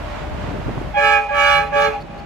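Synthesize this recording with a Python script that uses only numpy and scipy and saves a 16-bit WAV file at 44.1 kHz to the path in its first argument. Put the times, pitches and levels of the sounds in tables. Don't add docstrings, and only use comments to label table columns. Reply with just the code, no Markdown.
import sys
import numpy as np
from scipy import signal
from scipy.fft import rfft, irfft, next_fast_len
from scipy.io import wavfile
from scipy.ndimage import uniform_filter1d, map_coordinates

SR = 44100
rng = np.random.default_rng(int(sys.argv[2]) if len(sys.argv) > 2 else 0)


def output_pcm(signal):
    pcm = np.clip(np.atleast_2d(signal).T, -1, 1) * 32767
    wavfile.write(sys.argv[1], SR, np.round(pcm).astype(np.int16))


def boost_factor(decibels):
    exponent = np.asarray(decibels, float) / 20
    return 10 ** exponent


N = 99225
T = np.arange(N) / SR
HALVES = np.array([[0.5], [-0.5]])


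def unit(x):
    return x / np.sqrt(np.mean(x ** 2) + 1e-20)


def along(points, hz, column=1):
    p = np.array(points, float)
    return np.interp(np.log(hz + 1), np.log(p[:, 0] + 1), p[:, column])


def curve(points):
    return np.interp(T, *np.transpose(points))


def wobble(rate, count=1):
    knots = np.arange(N) * min(rate, 150) / SR
    return np.array([map_coordinates(rng.standard_normal(400), [knots]) for _ in range(count)])


def filtered(x, response):
    m = next_fast_len(N + 8192)
    return irfft(rfft(x, m) * response(np.fft.rfftfreq(m, 1 / SR)), m)[..., :N]


def rush(spectrum, alike):
    def mid_side(hz):
        turn = np.arccos(np.clip(along(alike, hz), -1, 1)) / 2
        return boost_factor(along(spectrum, hz)) * [np.cos(turn), np.sin(turn)]

    mid, side = filtered(rng.standard_normal((2, N)), mid_side)
    return unit(np.array([mid + side, mid - side]))


def patchy(x):
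    z = signal.stft(x, nperseg=512)[2]
    field = rng.standard_normal(z.shape[-2:])
    field = uniform_filter1d(uniform_filter1d(field, size=4, axis=0), size=8, axis=1)
    patch_db = 3.5 * (unit(field) - 1.5)
    return signal.istft(z * boost_factor(patch_db), nperseg=512)[1][..., :N]


# (time [s], level [dB])
GUSTS = [(0.0, -34.5), (0.09, -36), (0.45, -32), (0.53, -28.5), (0.64, -35), (0.69, -24), (0.74, -35),
         (0.8, -28), (0.9, -37), (1.19, -48), (1.63, -38.5), (2.25, -37)]
# (time [s], peak level [dB], eddy pitch [Hz])
THUMPS = [(0.325, -22.5, 60), (0.35, -21.5, 90), (0.428, -23.5, 160), (0.444, -19, 110), (0.464, -29, 100),
          (0.488, -23, 90), (0.512, -20.5, 220), (0.544, -23, 140), (0.587, -21.5, 260), (0.601, -26, 90),
          (0.666, -17, 80), (0.683, -14, 240), (0.693, -18, 300), (0.732, -22.5, 110), (0.777, -18.5, 110),
          (0.779, -18.5, 700), (0.79, -25, 200), (0.816, -16, 330), (0.851, -23.5, 100), (0.875, -26, 140)]
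# (frequency [Hz], density [dB per Hz])
WIND = [(65, -16.5), (110, 0), (320, -6), (900, -16), (1500, -77.5)]
# (frequency [Hz], left lead [rad])
WIND_LEAD = [(40, 0.74), (340, -1.4)]


def wind():
    lumps = boost_factor(2.2 * (wobble(39.988) + wobble(25.465, count=2)))
    buffet = unit(lumps * rush(WIND, [(40, 0.15), (200, 0.82)]))
    buffet = boost_factor(curve(GUSTS) + 0.5) * buffet * boost_factor([[1], [-1]])
    push, strength = np.zeros((2, N)), np.zeros(N)
    for s, db, hz in THUMPS:
        shape = boost_factor(db) * np.exp(-((T - s) * hz / 0.664) ** 2)
        start = rng.uniform(0, 2 * np.pi)
        push += shape * np.cos(2 * np.pi * hz * (T - s) + start + [[0.8], [-0.8]])
        strength += shape
    rough = rush([(60, -7.5), (150, 1), (400, -6.5), (1500, -16), (3000, -63)], [(200, 0.29)])
    both = buffet + push + 0.367 * strength * rough
    return filtered(both, lambda hz: np.exp(1j * along(WIND_LEAD, hz) * HALVES))


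# (frequency [Hz], density [dB per Hz])
ROAD = [(100, -29.5), (200, -10), (430, -17.5), (600, -3.5), (1150, -10.5), (3000, -20.5), (7500, -39),
        (14300, -69)]
# (frequency [Hz], left minus right [dB])
ROAD_PAN = [(300, -5.5), (700, 0), (2300, -6.5), (7000, 5)]
# (frequency [Hz], correlation [-1 to 1])
ALIKE = [(60, 1), (500, 0), (1400, 0.458), (5000, 0), (13800, 0.53)]
# (pitch [Hz], level [dB], width [Hz], flutter [dB], drift [dB per s])
HUMS = [
    (596.1, -34.5, 22, 3, -10),
    (760, -45.5, 32, 7, -7.5),
]
# (time [s], level [dB])
PUFFS = [
    (2.003, -51),
    (2.178, -53),
]


def road():
    roar = rush(ROAD, ALIKE) * boost_factor(-32 + wobble(9.77) - 3.206 * T)
    roar = filtered(roar, lambda hz: boost_factor(along(ROAD_PAN, hz) * HALVES))
    for hz, db, width, flutter_db, drift_db in HUMS:
        level = boost_factor(db + drift_db * T + flutter_db * wobble(width))
        waver = 1.14 * wobble(width) + 0.53 * wobble(width, count=2)
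        roar += level * np.sin(2 * np.pi * hz * T + waver)
    for s, db in PUFFS:
        is_open = abs(T - s - 0.012) < 0.012
        roar += boost_factor(db) * is_open * rush([(2500, -40.5), (4400, 2.5), (6500, -24.5)], [(1000, 0.93)])
    return roar


# (time [s], level [dB])
ENGINE = [(0.0, -33), (0.18, -36.5), (0.82, -33.5), (1.26, -44.5), (1.5, -38), (2.25, -45.5)]


def engine():
    sway = 0.5 * wobble(8.5) + 0.45 * wobble(9.1, count=2)
    rumble = rush([(30, -43.5), (62, 15.5), (100, 4), (140, -41.5)], [(80, 0.56)])
    rumble = boost_factor(3) * rumble * boost_factor([[1], [-1]])
    hum = np.sin(2 * np.pi * 45 * T + sway)
    return boost_factor(curve(ENGINE) + 3.5) * (hum + rumble / 2)


# (time [s], pitch [Hz], level [dB])
DRONE = [
    (1.2, 150, -54.5),
    (1.5, 155.8, -43),
    (1.78, 161, -38.5),
    (1.9, 163.7, -50),
    (2.25, 168.3, -49),
]


def drone():
    s, hz, db = np.transpose(DRONE)
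    phase = 2 * np.pi * np.cumsum(np.interp(T, s, hz)) / SR + wobble(25)
    level = boost_factor(np.interp(T, s, db) + 4.0 + 1.9 * wobble(20))
    return level * np.sin(phase + 0.6 * wobble(15, count=2) + [[0.6], [-0.6]])


# (delay [s], pitch ratio, level [dB], left minus right [dB], smear [s], flat face weight)
WALLS = [
    (.018, 0.9955, -9, 0, 0.0088, 0.335),
    (.09, 0.9977, -12.5, -1.1, 0.003, 1.265),
    (.33, 0.99, -21, 5.2, 0.079, .5),
]
# (frequency [Hz], gain [dB])
WALL_COLOUR = [(430, -2), (575, -4.5), (815, 4.5), (1050, -4), (2290, -6.5), (2450, 7), (2900, -5.5),
               (14000, 3)]


def walls(x):
    out, t = np.zeros((2, N)), np.arange(SR // 4) / SR
    leaving_db = -3 * (T - 1.3358)
    for delay, ratio, db, pan_db, smear, face in WALLS:
        late = np.interp(1 + (T - 1 - delay) * ratio, T, x)
        blur = rng.standard_normal((2, len(t))) * np.exp(-t / smear)
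        blur[:, 0] = face * np.linalg.norm(blur[0])
        blur = blur / np.linalg.norm(blur[0])
        wet = signal.fftconvolve(late[None], blur, axes=1)[:, :N]
        out += boost_factor(db + leaving_db + pan_db * HALVES + 2 * wobble(18, count=2)) * wet
    return filtered(out, lambda hz: boost_factor(along(WALL_COLOUR, hz)))


# (frequency [Hz], density [dB per Hz])
HISS = [(2000, -42), (3000, -10), (4300, -16), (6500, -12), (8200, -25), (14300, -28)]
# (frequency [Hz], density [dB per Hz])
SKIRT = [(350, -28.5), (600, -25), (1000, -23.5), (2400, -5.5), (3500, -26.5), (6000, -92)]
HISS_DB, HISS_GROWS = -36.5, 1.5


def blast_noise(air):
    hiss = rush(HISS, [(3000, 0.47), (8000, 0.092), (12000, 0.99)])
    hiss = patchy(boost_factor(HISS_DB) * air ** HISS_GROWS * hiss)
    skirt = boost_factor(-34) * air ** 0.303 * rush(SKIRT, [(1000, 0.22)])
    return hiss + skirt * boost_factor([[-2], [2]])


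def blowing(blasts):
    edge_s, fade_s, settle_s, release_s = 0.012, 0.035, 0.04998, 0.0868
    level, first, rising, falling = np.zeros((4, N))
    for rows in blasts:
        s, db, first_db = np.transpose(rows)
        opening = np.clip((T - s[0]) / edge_s, 0, 1)
        closing = np.clip((s[-1] + fade_s / 2 - T) / fade_s, 0, 1)
        gate = opening * closing
        level += gate * boost_factor(np.interp(T, s, db))
        first += gate * boost_factor(np.interp(T, s, db + first_db) + 3.5)
        rising += (gate > 0) * np.exp(-abs(T - s[0]) / settle_s)
        falling += (gate > 0) * np.clip(1 - (s[-1] - T) / release_s, 0, 1)
    return level, first, rising, falling


# (pitch [Hz], overshoot [share], sag [share])
TRUMPETS = [
    (435.05, 0.01273, 0.0044),
    (573.42, 0.007768, 0.00147),
    (822.6, 0.002934, 0.0069),
]
# (time [s], level [dB], first partial against that level [dB])
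LOW = [
    [(0.98, -41, -3.5), (1.048, -23.5, -5), (1.174, -27, -6.5), (1.25, -40.5, 4.5)],
    [(1.34, -31.5, -9.5), (1.4, -24, -20.5), (1.548, -23.5, -22), (1.62, -34, 1.5), (1.72, -51.5, 11.5)],
    [(1.75, -33.5, 4.5), (1.822, -22.5, -8), (1.88, -23.5, -0.5), (1.95, -48, 7.5)],
]
MIDDLE = [
    [(0.95, -51.5, 5.7), (0.976, -34.5, 14.03), (1.054, -26, 1.9), (1.176, -32, 6.7), (1.22, -48.5, 6.1)],
    [(1.3, -46, 17.5), (1.338, -29, 5), (1.392, -22.5, -3), (1.585, -21, -3), (1.615, -31.5, 0),
     (1.66, -37, 6.5)],
    [(1.71, -42.5, 9.5), (1.742, -30.5, 9.7), (1.774, -24, 5.7), (1.86, -24.5, 3.64), (1.9, -38, 12.2),
     (1.95, -52, 21.2)],
]
HIGH = [
    [(0.935, -45.5, 18), (0.979, -24.5, 9.44), (1.03, -23, 2.4), (1.135, -23, 1.7), (1.21, -30.5, 8)],
    [(1.285, -32.5, 11), (1.33, -29, 4.5), (1.49, -22, -0.5), (1.63, -29.5, 9)],
    [(1.72, -29.5, 3.7), (1.754, -25.5, 2.8), (1.8, -26.5, 6.36), (1.87, -27.5, 9.6), (1.92, -42, 15)],
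]
# (level [dB], ..)
PARTIALS = [
    (-7.5, 2.5, -10.5, -12.5, -15, -26, -21),
    (5, 1.5, 0.5, -6.5, -17, -21.5, -29),
    (4, -5.5, -19, -22.5, -28, -49.5, -35),
]
# (first blast [dB], second [dB], third [dB])
UPPER = [
    (1.5, 0.038, -1.81),
    (7.5, -1.3, -2.5),
    (3.33, -0.46, -4.5),
]
MIXED = [(2, 1, 0), (1, 2, 0), (3, -3, 2), (3, 1, 0), (2, 2, 0), (0, 2, 1), (1, 0, 2), (0, 1, 2), (1, 2, 1),
         (0, 3, 1), (5, 1, 0), (0, 4, 1), (3, 4, 0), (0, 4, 2), (0, 3, 3), (0, 5, 2)]
MIXED_DB = [-35, -35, -36.5, -48, -52, -54.5, -51.5, -43, -52, -50.5, -55, -48, -57.5, -51, -45.5, -52]
SQUEAL_DB = (-30, -30, 2)
FULL_DB, BRIGHTEN = -24.5, 0.49
SHIMMER_DB, WAVER = 1.6876, 0.388


def horn():
    out, phases, airs = np.zeros(N), [], []
    trumpets = zip((LOW, MIDDLE, HIGH), TRUMPETS, PARTIALS, UPPER, SQUEAL_DB)
    for blasts, (hz, over, sag), partials, upper, squeal_db in trumpets:
        later_starts = [rows[0][0] for rows in blasts[1:]]
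        upper_db = np.array(upper)[np.searchsorted(later_starts, T)]
        level, first, rising, falling = blowing(blasts)
        air = level / boost_factor(FULL_DB)
        pitch = hz * (1 + over * rising - sag * falling)
        phase = 2 * np.pi * np.cumsum(pitch) / SR + WAVER * wobble(30.144)[0] / 2
        squeal = boost_factor(squeal_db) * level * rising * (T < later_starts[0])
        out += first * np.sin(phase) + squeal * np.sin(4 * phase)
        levels = list(partials) + [partials[-1] - 6 * j for j in range(1, 15)]
        for k, db in enumerate(levels[:int(9500 / hz)], 2):
            shimmer_db = SHIMMER_DB * (0.9371 + 0.904 * min(max(k - 5, 0), 4)) * wobble(22.054)[0]
            size = level * air ** (BRIGHTEN * max(k - 3, 0))
            size = size * boost_factor(db + upper_db * (k > 2) + shimmer_db)
            out += size * np.sin(k * phase + rng.uniform(0, 6.79) + WAVER * wobble(20)[0])
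        phases.append(phase)
        airs.append(air)

    phases = np.array(phases)
    for multiples, db in zip(MIXED, MIXED_DB):
        size = np.sqrt(airs[0] * airs[1]) * boost_factor(db + 2.99 * SHIMMER_DB * wobble(14)[0])
        out += size * np.sin(np.array(multiples) @ phases + WAVER * wobble(25)[0])

    air = np.mean(airs, 0)
    slaps = np.exp(5.1 * (np.cos(phases) - 1))
    meeting = slaps[0] * slaps[1] + slaps[1] * slaps[2] + slaps[0] * slaps[2]
    rasp = unit(filtered(meeting, lambda hz: boost_factor(along(HISS, hz) + 2 * np.log2(hz + 1))))
    rasp = patchy(boost_factor(HISS_DB + 1.5) * air ** HISS_GROWS * rasp)
    pulsing_air = air * (1 + 0.5 * unit(slaps[1] - slaps[1].mean()) / 2)
    return out - 0.046 * out ** 3 + rasp, pulsing_air


# (frequency [Hz], left minus right [dB], left lead [rad])
PORTS = [(431, 1, -1.14), (635.7, -6.5, 2), (896, 0, 0.7642), (1130, -3, -1.5), (1730, -6.5, 1.1277),
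         (2180, -11, -0.5), (2910, -10, 4), (3500, -2, 4.5)]


def at_ports(tone):
    def response(hz):
        lead = along(PORTS, hz, column=2)
        return boost_factor(along(PORTS, hz) * HALVES) * np.exp(1j * lead * HALVES)

    return filtered(tone, response)


def duck():
    return boost_factor(-0.5 * np.clip((T - 1) / 0.056, 0, 1))


def scene():
    tone, air = horn()
    noise = blast_noise(air)
    horn_heard = at_ports(tone) + noise + walls(tone + noise[1])
    return (horn_heard + wind() + engine() + drone()) / duck() + road()


def band_limit(x):
    return signal.sosfilt(signal.butter(12, 14430, fs=SR, output="sos"), x)


def record(dry):
    x = dry * duck()
    x = x / (1 + abs(x / 0.95) ** 8) ** (1 / 8)

    def band(hz):
        treble = boost_factor(-14 * np.clip((hz - 13600) / 700, 0, 3))
        return treble * np.clip(hz / 40, 0, 1) ** 5

    return band_limit(filtered(x, band))


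dry = scene()
out = record(dry)
output_pcm(out)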